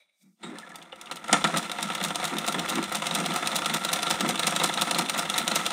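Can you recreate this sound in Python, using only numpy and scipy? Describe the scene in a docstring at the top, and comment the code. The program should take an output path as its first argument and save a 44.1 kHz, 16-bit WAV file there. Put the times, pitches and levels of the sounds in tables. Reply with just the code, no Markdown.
"""Treadle sewing machine

Out of near silence the drive takes up its slack, the belt squeaks and the wheel makes a few uneven turns.
Then the stitching settles in: needle bar, shuttle and feed dog strike in turn, each contact chattering
briefly and ringing the iron head. Bearings and belt whir and the pedal shakes the wooden table,
all close to a phone in a small room."""
import sys
import numpy as np
from scipy import signal
from scipy.fft import rfft, irfft, next_fast_len
from scipy.io import wavfile
from scipy.ndimage import uniform_filter1d, map_coordinates

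SR = 44100
rng = np.random.default_rng(int(sys.argv[2]) if len(sys.argv) > 2 else 0)


def generate_wav(sig):
    """Save sig (samples, or channels by samples) to the path in sys.argv[1] as 16-bit PCM at SR."""
    pcm = np.round(np.clip(np.atleast_2d(sig).T, -1, 1) * 32767).astype(np.int16)
    wavfile.write(sys.argv[1], SR, pcm)


N = 252516

# Slow, uneven first turns of the wheel: start_s, head_db, bars_db, ping_db, tick_db
FIRST_TURNS = [(.555, -41, -57, -55, -55), (.571, -41, -52, -54, -59), (.585, -37.5, -42, -41, -40),
               (.5985, -56, -49, -58, -51), (.6915, -51, -62, -66, -50), (.7178, -51, -63, -62, -58),
               (.743, -44, -54, -58, -57), (.7563, -43, -41, -49, -37.5), (.7844, -43, -55, -51, -51),
               (.817, -49, -42, -57, -62), (.8243, -51, -47, -45, -47), (.9217, -57, -44, -65, -61),
               (.9276, -35.5, -50, -64, -57), (.958, -55, -55, -53, -51), (1.0122, -43, -43, -39, -38),
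               (1.058, -46, -45, -49, -47), (1.07, -41, -38, -56, -58), (1.1122, -26, -30.5, -30, -33.5),
               (1.1208, -36, -35, -51, -37.5), (1.1576, -43, -43, -45, -38.5),
               (1.1684, -36.5, -37.5, -40, -40), (1.2415, -32.5, -40, -51, -42),
               (1.2816, -31, -38, -48, -38), (1.2929, -23.5, -46, -48, -55), (1.3112, -36, -43, -40, -41),
               (1.3283, -11, -14, -17, -13), (1.3404, -16, -24.5, -36, -36), (1.3613, -21.5, -39, -45, -45),
               (1.4415, -15, -20, -35, -23), (1.4464, -15, -36, -22, -35), (1.473, -25, -43, -27, -33),
               (1.4995, -32, -43, -48, -48), (1.5399, -19.5, -36, -32, -39), (1.5612, -20.5, -34, -29, -35),
               (1.595, -33, -39, -41, -44), (1.627, -35, -38, -42, -38.5)]
# The hard hits of the stitch cycle, one table a part: start_s, head_db, steel_db
NEEDLE_BAR_HITS = [(1.7154, -29.5, -29.5), (1.9495, -26, -26.5), (2.156, -23, -26), (2.3838, -36, -27),
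                   (2.593, -29, -27.5), (2.8388, -31, -31), (3.067, -24, -24), (3.26, -24.5, -25),
                   (3.4723, -26.5, -23), (3.6586, -21.5, -22), (3.848, -24, -22), (4.029, -24.5, -24),
                   (4.2065, -19, -22), (4.3938, -23.5, -22), (4.5615, -20, -21.5), (4.7385, -27, -27),
                   (4.9094, -20.5, -21), (5.096, -26, -22), (5.2982, -25.5, -24), (5.4777, -22.5, -22),
                   (5.663, -24, -23)]
SHUTTLE_CATCH_HITS = [(1.751, -33, -49), (1.978, -33, -36), (2.199, -26.5, -31), (2.4125, -44, -42),
                      (2.6428, -28, -46), (2.8772, -33, -45), (3.1098, -24, -24), (3.307, -26, -30),
                      (3.5159, -27.5, -26.5), (3.6972, -23.5, -24), (3.8888, -25, -25.5),
                      (4.0674, -21.5, -23), (4.2467, -22.5, -29), (4.4322, -24, -21), (4.599, -24, -24),
                      (4.7739, -21, -23.5), (4.9463, -24, -20), (5.1409, -25, -26), (5.3405, -23.5, -23.5),
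                      (5.5161, -24, -22.5), (5.7047, -25, -23)]
SHUTTLE_RETURN_HITS = [(1.571, -23.5, -23.5), (1.5808, -32, -26), (1.8271, -28, -25.5), (2.0386, -33, -26),
                       (2.0474, -25, -24.5), (2.2413, -24.5, -29), (2.2513, -28, -24.5),
                       (2.477, -24, -25.5), (2.4832, -27, -25.5), (2.6934, -44, -27), (2.7002, -26, -28),
                       (2.9478, -24, -27.5), (2.9527, -35, -26), (3.149, -31, -22.5), (3.1549, -26, -26),
                       (3.3602, -23, -24), (3.556, -21.5, -24.5), (3.5616, -33, -21), (3.7388, -28, -25),
                       (3.7438, -23, -22.5), (3.9295, -21, -21.5), (3.9338, -35, -21.5),
                       (4.1038, -20.5, -24), (4.1091, -21.5, -20), (4.2891, -31, -25), (4.296, -23, -30),
                       (4.469, -28, -20), (4.4746, -21, -21.5), (4.6365, -23, -20), (4.6418, -17.5, -21),
                       (4.8117, -34, -24.5), (4.8185, -21.5, -19), (4.985, -28, -23),
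                       (4.9904, -21.5, -22.5), (5.186, -25.5, -27), (5.192, -23, -23),
                       (5.3791, -22.5, -20.5), (5.3836, -40, -23.5), (5.556, -37, -22.5),
                       (5.5602, -19.5, -21.5)]  # a double knock
FEED_DOG_HITS = [(1.6954, -29.5, -30.5), (1.901, -23.5, -29.5), (2.1053, -22, -32), (2.3256, -26, -45),
                 (2.5438, -21, -27.5), (2.7811, -21.5, -33), (3.0204, -21.5, -26), (3.2004, -27, -26),
                 (3.4272, -22, -32), (3.6192, -22.5, -31), (3.989, -26, -31), (4.3556, -27, -26),
                 (4.5233, -21, -28), (4.6954, -20.5, -31), (4.8712, -21.5, -31), (5.2527, -30, -32),
                 (5.5903, -26.5, -34)]
THREAD_LOOP_HITS = [(1.7856, -23, -35), (2.012, -24, -31), (2.2286, -24, -32), (2.4452, -25.5, -38),
                    (2.9163, -22, -38), (3.1392, -47.5, -42), (3.3414, -30, -45), (3.5287, -25.5, -33),
                    (3.7084, -29, -35), (3.902, -35, -42), (4.0781, -34, -31), (4.2603, -27, -31),
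                    (4.4424, -26.5, -35), (4.6143, -21.5, -29), (4.7825, -25, -33), (4.9592, -22.5, -35),
                    (5.1577, -26, -46), (5.3534, -29, -44), (5.5457, -32, -35), (5.7177, -25, -31)]
DOG_LIFT_HITS = [(2.083, -41, -35), (2.272, -44, -39), (2.5233, -37, -31), (2.7543, -37, -31),
                 (2.9676, -29, -32), (3.1855, -26, -32), (3.375, -43, -37), (3.5866, -25, -32.5),
                 (3.7682, -28, -30.5), (3.9592, -28.5, -32), (4.1391, -26.5, -33), (4.3063, -26, -31),
                 (4.5066, -41, -33), (4.6741, -31, -32.5), (5.0197, -27, -33), (5.222, -30, -36),
                 (5.5722, -38, -43)]
# Each part's tone, as trims on its steel_db: bars_db, ping_db, tick_db
NEEDLE_TONE, CATCH_TONE, RETURN_TONE = (-.7, -.77, -.3), (-7, .3, -9), (-4, -2.5, .2)
FEED_TONE, LOOP_TONE, LIFT_TONE = (.3, -27, -5.5), (.3, -1, -6), (-.7, -1.8, .3)
# Light hits between needle strokes, relative to the whir: stitch_share, head_db, bars_db, ping_db, tick_db
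LIGHT_HITS = [(.39, -8.5, -8, -3, -0.6), (.53, 3, -13, 2, -3), (.95, 3.5, 0.5, 0, -3)]
# Running shafts (whir in the head, sliding hiss, balance wheel hum): time_s, whir_db, hiss_db, hum_db
SHAFT_LEVELS = [(0.0, -80, -77, -85), (0.35, -97, -89, -102), (0.43, -47, -52, -48),
                (0.6, -49.5, -53.5, -50), (0.72, -45, -54.5, -42), (0.9, -50.5, -59, -67),
                (1.07, -46.5, -55, -39), (1.21, -46, -53, -52), (1.34, -34, -35, -18),
                (1.44, -33.5, -37.5, -38), (1.5, -30, -34, -31), (1.75, -39.5, -42.5, -47),
                (1.82, -37, -37.5, -35), (2.35, -34.5, -38, -39), (2.77, -33, -35.5, -34.5),
                (2.88, -38.5, -39, -35), (3.16, -32.5, -35, -40), (3.46, -34, -36, -35),
                (4.23, -33, -36, -33.5), (4.66, -33, -34, -38), (5.26, -34, -36.5, -43),
                (5.5, -32.5, -34, -30.5), (5.73, -34.5, -35.5, -35)]
# Pedal and flywheel thumping the table: start_s, hold_s, top_db, drawers_db
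TABLE_THUMPS = [(.24, 0.046, -54, -66.5), (0.442, 0.095, -42, -37.5), (1.132, .02, -60, -45),
                (1.326, 0.011, -27.5, -44), (1.457, .02, -31.5, -51), (1.541, 0.033, -32, -31),
                (1.825, 0.034, -32.5, -48), (2.027, .05, -33.5, -43), (2.326, 0.046, -35.5, -31),
                (2.473, 0.021, -34.5, -42), (2.558, 0.027, -31.5, -29.5), (2.715, 0.013, -36, -33),
                (2.769, 0.023, -32, -24), (2.95, 0.025, -35, -52), (3.114, 0.027, -34, -49),
                (3.186, 0.038, -32, -31), (3.29, .04, -31, -35), (3.418, .02, -62, -38),
                (3.537, 0.018, -38, -43), (3.709, 0.035, -30.5, -33.5), (3.906, 0.024, -39, -54),
                (4.114, .02, -44, -43), (4.216, 0.091, -28.5, -30), (4.45, 0.034, -35, -46),
                (4.58, 0.022, -38, -48), (4.625, 0.03, -50, -37), (4.806, 0.022, -35.5, -54),
                (4.9, .02, -35, -37), (4.986, 0.046, -32.5, -33.5), (5.16, 0.018, -36, -48),
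                (5.395, 0.022, -34.5, -42), (5.517, .02, -35.5, -50), (5.577, 0.018, -36, -54)]
# The drive's slack closing with a long ring: start_s, level_db, t60_s
SLACK_CLANK = (0.43, -41.5, 0.22)
# One hollow knock of the pedal: start_s, level_db, modes (pitch_hz, width_hz, gain_db)
PEDAL_KNOCK = (.927, -37, [(526, 25, 0.5), (2900, 120, 6.5)])
# The belt slipping: start_s, level_db, end_pitch_hz
BELT_SQUEAKS = [(0.557, -39, 1720), (0.63, -34.5, 1700), (0.716, -38, 1700)]
# Faint hiss before the start: time_s, bands_db, high_db
FAINT_HISS_LEVELS = [(0.0, -61.5, -77), (0.084, -78, -95), (0.096, -66, -90), (0.104, -76, -94),
                     (0.202, -83, -74), (0.214, -67, -71), (0.23, -73, -65), (0.24, -74, -75),
                     (0.4, -103, -84)]

# The resonances that colour each layer: pitch_hz, width_hz, gain_db
IRON_HEAD_MODES = [(527.4, 55.6, -4.5), (707, 50, -0.5), (930, 143, -1.5), (1206, 77, -3), (1360, 87, -0.5),
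                   (1690, 260, -5.5), (2085, 377, -3.5)]
STEEL_BAR_MODES = [(2210, 350, -10), (2686, 173, -1), (2908, 196, -2.5), (3508, 306, 2)]
SHUTTLE_PING_MODES = [(3780, 123, -4), (3958, 187, -3.5), (4260, 300, -10)]
TICK_MODES = [(4940, 830, -2), (5806, 386, 3), (6620, 1140, -1.5), (7710, 620, 0), (8540, 484, 2.5),
              (9980, 960, -5)]
EDGE_MODES = [(11280, 2200, -5), (14000, 870, -5.5), (14500, 1100, -3.5)]  # the keen top of a hit
WHEEL_MODES = [(1288, 53, 1.5), (1378, 65, -3)]
PITMAN_ROD_MODES = [(3760, 110, 7), (7200, 290, -8), (8140, 310, -1.5), (8600, 180, -12)]
TABLE_TOP_MODES = [(164.1, 16.5, 0.0038), (209, 37, 0)]
DRAWER_MODES = [(219, 90, -3.5), (297.5, 20, -2.5), (331, 22.3, -1), (410, 900, -22.5)]
FAINT_HISS_MODES = [(590, 76, -8), (2280, 74, 3), (3500, 58, -3), (3860, 56, 1), (6360, 100, -25),
                    (9050, 100, -14)]
# The small room's decay: frequency_hz, t60_s
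ROOM_DECAY = [(300, 0.051), (2000, 0.19), (12000, 0.31)]


def stitch_hits():
    """Each hit rings the heavy iron head and, with a faster attack, the bars, shuttle and a bright tick."""
    start_s, head_db, bars_db, ping_db, tick_db = hit_list().T
    at = np.round(start_s * SR).astype(int)
    head = ring(chatter(at, head_db - 1.5, 0.0014, 0.044, grit_db=2, strike_db=9.5), IRON_HEAD_MODES)
    head += knocks(at, head_db - 3, IRON_HEAD_MODES, scatter_db=2.5)
    wood_db = 1.468 * head_db - 5.5  # only heavy blows reach the table
    wood = knocks(at, wood_db, TABLE_TOP_MODES + DRAWER_MODES, scatter_db=1.5)
    wheel = ring(chatter(at, head_db - 8, 0.0025, 0.077, grit_db=1.5, strike_db=3), WHEEL_MODES)
    bars = ring(chatter(at, bars_db + 0.5, 0.0011, 0.037, grit_db=-1.5, strike_db=15), STEEL_BAR_MODES)
    bars += knocks(at, bars_db + 0.5, STEEL_BAR_MODES, scatter_db=-1.5)
    ping = ring(chatter(at, ping_db - 4.5, 0.0007, 0.026, grit_db=0.5, strike_db=18), SHUTTLE_PING_MODES)
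    ping += knocks(at, ping_db + 5, SHUTTLE_PING_MODES, scatter_db=1.5)
    tick = ring(chatter(at, tick_db + 1, 0.00029, 0.031, grit_db=2, strike_db=3.5), TICK_MODES)
    # light, hard contacts have the keenest edge; heavy blows on the head are blunt
    edge_db = tick_db - 9.5 + 0.41 * (tick_db - head_db) - 1.7 * np.clip(head_db + 18, 0, None)
    edge = ring(chatter(at, edge_db, 0.00019, 0.03, grit_db=0.5, strike_db=1.5), EDGE_MODES)
    return head + wood + wheel + bars + ping + tick + edge


def hit_list():
    """The cue sheet of first turns, hard and light hits: start_s, head_db, bars_db, ping_db, tick_db."""
    parts = [(NEEDLE_BAR_HITS, NEEDLE_TONE), (SHUTTLE_CATCH_HITS, CATCH_TONE),
             (SHUTTLE_RETURN_HITS, RETURN_TONE), (FEED_DOG_HITS, FEED_TONE),
             (THREAD_LOOP_HITS, LOOP_TONE), (DOG_LIFT_HITS, LIFT_TONE)]
    hard = [(start_s, head_db, *np.add(steel_db, tone_db))
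            for hits, tone_db in parts for start_s, head_db, steel_db in hits]
    needle_s = np.array(NEEDLE_BAR_HITS)[:, 0]
    whir_db = curves(SHAFT_LEVELS)[0]
    light = np.array([(start + share * (end - start), *np.add(whir_db[round(start * SR)], over_db))
                      for start, end in zip(needle_s, needle_s[1:]) for share, *over_db in LIGHT_HITS])
    light += rng.standard_normal(light.shape) * [.004, 2.5, 2.5, 2.5, 2.5]  # loosen time (s), levels (dB)
    return np.vstack([FIRST_TURNS, hard, light])


def loose_parts(count=860):
    """Play in the linkage: small knocks at random times ring the head and the steel."""
    whir_db, hiss_db, _ = shaft_levels()
    when, size = rng.random((count, 2)).T
    at = (when * N).astype(int)
    size_db = -3.5 * np.log(size + 0.11)
    head = knocks(at, whir_db[at] + size_db - 5.5, IRON_HEAD_MODES, scatter_db=3.5)
    steel = knocks(at, hiss_db[at] + size_db - 7, STEEL_BAR_MODES + SHUTTLE_PING_MODES, scatter_db=4.5)
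    return head + steel


def shaft_whir():
    """Countless tiny taps of loose parts blur into whir and hiss; the balance wheel hums in its narrow ring."""
    whir_db, hiss_db, hum_db = shaft_levels()
    rattle_db = 1.9 * wobble(70) + 2.2 * wobble(250)

    def taps(modes, grit_db):
        return ring(unit_rms(amp(rattle_db + grit_db * wobble(900)) * rng.standard_normal(N)), modes)

    hiss = amp(-18) * taps(EDGE_MODES, grit_db=1.5)
    hiss += amp(-5) * taps(TICK_MODES, grit_db=2)
    hiss += amp(-1) * taps(STEEL_BAR_MODES + SHUTTLE_PING_MODES, grit_db=4.5)
    hum = amp(hum_db - 11 + 3 * wobble(25)) * taps(WHEEL_MODES, grit_db=0)
    whir = amp(whir_db - 6) * taps(IRON_HEAD_MODES, grit_db=2)
    return whir + amp(hiss_db - 5.5) * hiss + hum


def shaft_levels(swing_db=1.5, peak_share=0.44):
    """Whir, hiss and hum levels in dB, swelling as the shafts load up once a stitch."""
    needle_s = np.array(NEEDLE_BAR_HITS)[:, 0]
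    stitch = np.interp(np.arange(N) / SR, needle_s, np.arange(len(needle_s)))
    swell_db = swing_db * (np.cos(2 * np.pi * (stitch - peak_share)) - np.cos(2 * np.pi * peak_share))
    return [level_db + swell_db for level_db in curves(SHAFT_LEVELS)]


def table_boom(rise_db_per_s=700, fade_db_per_s=258):
    """The wood booms in lumps: each thump swells, holds and fades over a steady shake, and jars the head."""
    t = np.arange(0, N, 64) / SR
    whir_db = curves(SHAFT_LEVELS)[0]
    start_s, hold_s, top_db, drawers_db = np.transpose(TABLE_THUMPS)
    age_s = t - start_s[:, None]
    fading_s = np.clip(age_s - hold_s[:, None], 0, None)
    shape_db = np.where(age_s < 0, rise_db_per_s * age_s, -fade_db_per_s * fading_s)
    lumps = amp(2.2 * wobble(50))
    bodies = [(TABLE_TOP_MODES, top_db, -10), (DRAWER_MODES, drawers_db, -8),
              (IRON_HEAD_MODES, drawers_db - 9, -15)]
    out = 0
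    for modes, peak_db, shake_db in bodies:
        thump_power = (amp(peak_db[:, None] + shape_db) ** 2).sum(axis=0)
        power = np.interp(np.arange(N) / SR, t, thump_power) + amp(whir_db + shake_db) ** 2
        boom = even_out(ring(lumps * rng.standard_normal(N), modes), span_s=0.063)
        out += amp(-4) * np.sqrt(power) * boom
    return out


def slack_clank():
    """The drive takes up its slack and sets the pitman rod, head and bars ringing."""
    start_s, level_db, t60_s = SLACK_CLANK
    at = [round(start_s * SR)]
    bodies = [(PITMAN_ROD_MODES, level_db, t60_s), (IRON_HEAD_MODES, level_db, t60_s),
              (STEEL_BAR_MODES, level_db + 1.5, 0.43 * t60_s)]
    return sum(ring(chatter(at, np.array([db]), 0.0018, decay_s, grit_db=0.5, strike_db=-3), modes)
               for modes, db, decay_s in bodies)


def pedal_knock():
    """The pedal gives one hollow knock."""
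    start_s, level_db, modes = PEDAL_KNOCK
    return knocks(np.array([round(start_s * SR)]), level_db, modes, scatter_db=-1)


def belt_squeaks(glide_s=0.0026, attack_s=0.0022, t60_s=0.073):
    """The belt slips; each squeak drops quickly onto its pitch."""
    t, out = np.arange(SR // 16) / SR, np.zeros(N)
    for start_s, level_db, end_pitch_hz in BELT_SQUEAKS:
        pitch_hz = end_pitch_hz * (1 + 0.14 * np.exp(-t / glide_s) + .03 * rng.standard_normal(len(t)))
        envelope = amp(level_db - 60 * t / t60_s) * (1 - np.exp(-t / attack_s))
        out[round(start_s * SR):][:len(t)] += envelope * np.sin(2 * np.pi * np.cumsum(pitch_hz) / SR)
    return out


def case_rumble():
    """A trace of deep, lumpy rumble reaches the microphone through the phone's case."""
    whir_db = curves(SHAFT_LEVELS)[0]
    lumps = amp(0.87 * whir_db - 21 + 4 * wobble(30)) * rng.standard_normal(N)
    return filtered(lumps, lambda hz: (1 + (hz / 65) ** 2) / (1 + (hz / 130) ** 8))


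def faint_hiss():
    """Before the start, a thin hiss flickers in a few narrow bands, with a softer one high up."""
    bands_db, high_db = curves(FAINT_HISS_LEVELS + [(.45, -110, -110)])
    bands = amp(bands_db) * ring(amp(1.7 * wobble(50)) * rng.standard_normal(N), FAINT_HISS_MODES)
    return bands + amp(high_db + 0.5) * ring(rng.standard_normal(N), TICK_MODES + EDGE_MODES)


def room_reverb(x):
    """A short, bright room tail: each frequency dies at its own speed."""
    hz, t, spectrum = signal.stft(rng.standard_normal(SR // 3), SR, nperseg=256)
    band_hz, band_t60_s = np.transpose(ROOM_DECAY)
    t60_s = np.interp(np.log(hz + 1), np.log(band_hz), band_t60_s)
    tail = signal.istft(spectrum * amp(-60 * t / t60_s[:, None]), SR, nperseg=256)[1]
    return signal.fftconvolve(np.pad(x, (200, 0)), tail / np.linalg.norm(tail))[:N]


def chatter(at, db, attack_s, t60_s, grit_db, strike_db):
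    """A sharp strike at each sample in at, then a gritty noise tail; overlapping tails add in power."""
    t = np.arange(SR // 3) / SR
    envelope = (1 - np.exp(-t / attack_s)) * amp(-60 * t / t60_s)
    power = signal.fftconvolve(np.bincount(at, amp(db) ** 2, N), envelope ** 2)[:N]
    strikes = np.bincount(at, amp(db + strike_db), N)
    grit = unit_rms(amp(grit_db * wobble(1500)) * rng.standard_normal(N))
    return strikes + np.sqrt(np.abs(power)) * grit


def knocks(at, db, modes, scatter_db, attack_s=0.00058):
    """Clean strikes: each one sets every mode ringing at a new strength and sign."""
    t, out = np.arange(SR // 8) / SR, np.zeros(N)
    draws = rng.standard_normal((len(at), len(modes)))
    for (pitch_hz, width_hz, gain_db), draw in zip(modes, draws.T):
        strength_db = db + gain_db + scatter_db * (2 * np.clip(np.abs(draw), 0, 1.5) - 2.5)
        strikes = np.bincount(at, np.sign(draw) * amp(strength_db), N)
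        envelope = (1 - np.exp(-t / attack_s)) * np.exp(-np.pi * width_hz * t)
        out += signal.fftconvolve(strikes, envelope * np.sin(2 * np.pi * pitch_hz * t))[:N]
    return out


def ring(x, modes):
    """x through a resonator bank with steep skirts; white noise keeps its level."""
    low_hz, high_hz = .7 * modes[0][0], 1.25 * modes[-1][0]

    def response(hz):
        s = 1j * hz
        peaks = sum((-1) ** k * amp(db) * s * width / (pitch ** 2 + s * width + s ** 2 + 1e-9)
                    for k, (pitch, width, db) in enumerate(modes))
        low_cut = (s / low_hz) ** 2 / (1 + 1.1 * s / low_hz + (s / low_hz) ** 2)
        high_cut = 1 / (1 + 1.1 * s / high_hz + (s / high_hz) ** 2) ** 2
        gain = peaks * low_cut * high_cut
        return gain / np.sqrt(np.mean(np.abs(gain) ** 2))
    return filtered(x, response)


def filtered(x, response):
    """x shaped by a complex response of frequency in Hz."""
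    size = next_fast_len(N + SR // 2)
    return irfft(rfft(x, size) * response(np.fft.rfftfreq(size, 1 / SR)), size)[:N]


def curves(rows):
    """One automation curve for each column after the time."""
    time_s, *columns = np.transpose(rows)
    return [np.interp(np.arange(N) / SR, time_s, column) for column in columns]


def wobble(rate_hz):
    """A smooth random curve, rate_hz knots a second."""
    return map_coordinates(rng.standard_normal(int(N * rate_hz / SR) + 4), [np.arange(N) * rate_hz / SR])


def even_out(x, span_s):
    """x with its level ridden flat over span_s."""
    return x / np.sqrt(np.abs(uniform_filter1d(x ** 2, round(span_s * SR))) + 1e-12)


def unit_rms(x):
    return x / np.sqrt(np.mean(x ** 2) + 1e-20)


def amp(db):
    return 10 ** (np.asarray(db) / 20)


def scene():
    """The mono mix: hits and squeaks feed the room; whir, boom and hiss stay dry."""
    hits = stitch_hits() + loose_parts() + slack_clank() + pedal_knock() + belt_squeaks()
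    return (hits + amp(-11) * room_reverb(hits) + shaft_whir() + table_boom() + faint_hiss())[None]


def record(dry):
    """The phone cuts the bass steeply, picks up case rumble, rounds off peaks and drops the very top."""
    low_cut_hz, high_cut_hz, ceiling = 147, 15700, .85
    bass_cut = signal.butter(8, low_cut_hz, "high", fs=SR, output="sos")
    x = signal.sosfilt(bass_cut, dry[0]) + case_rumble()
    x = x / (1 + np.abs(x / ceiling) ** 4) ** (1 / 4)
    return filtered(x, lambda hz: 1 / (1 + (hz / high_cut_hz) ** 120))[None]


dry = scene()
out = record(dry)
generate_wav(out)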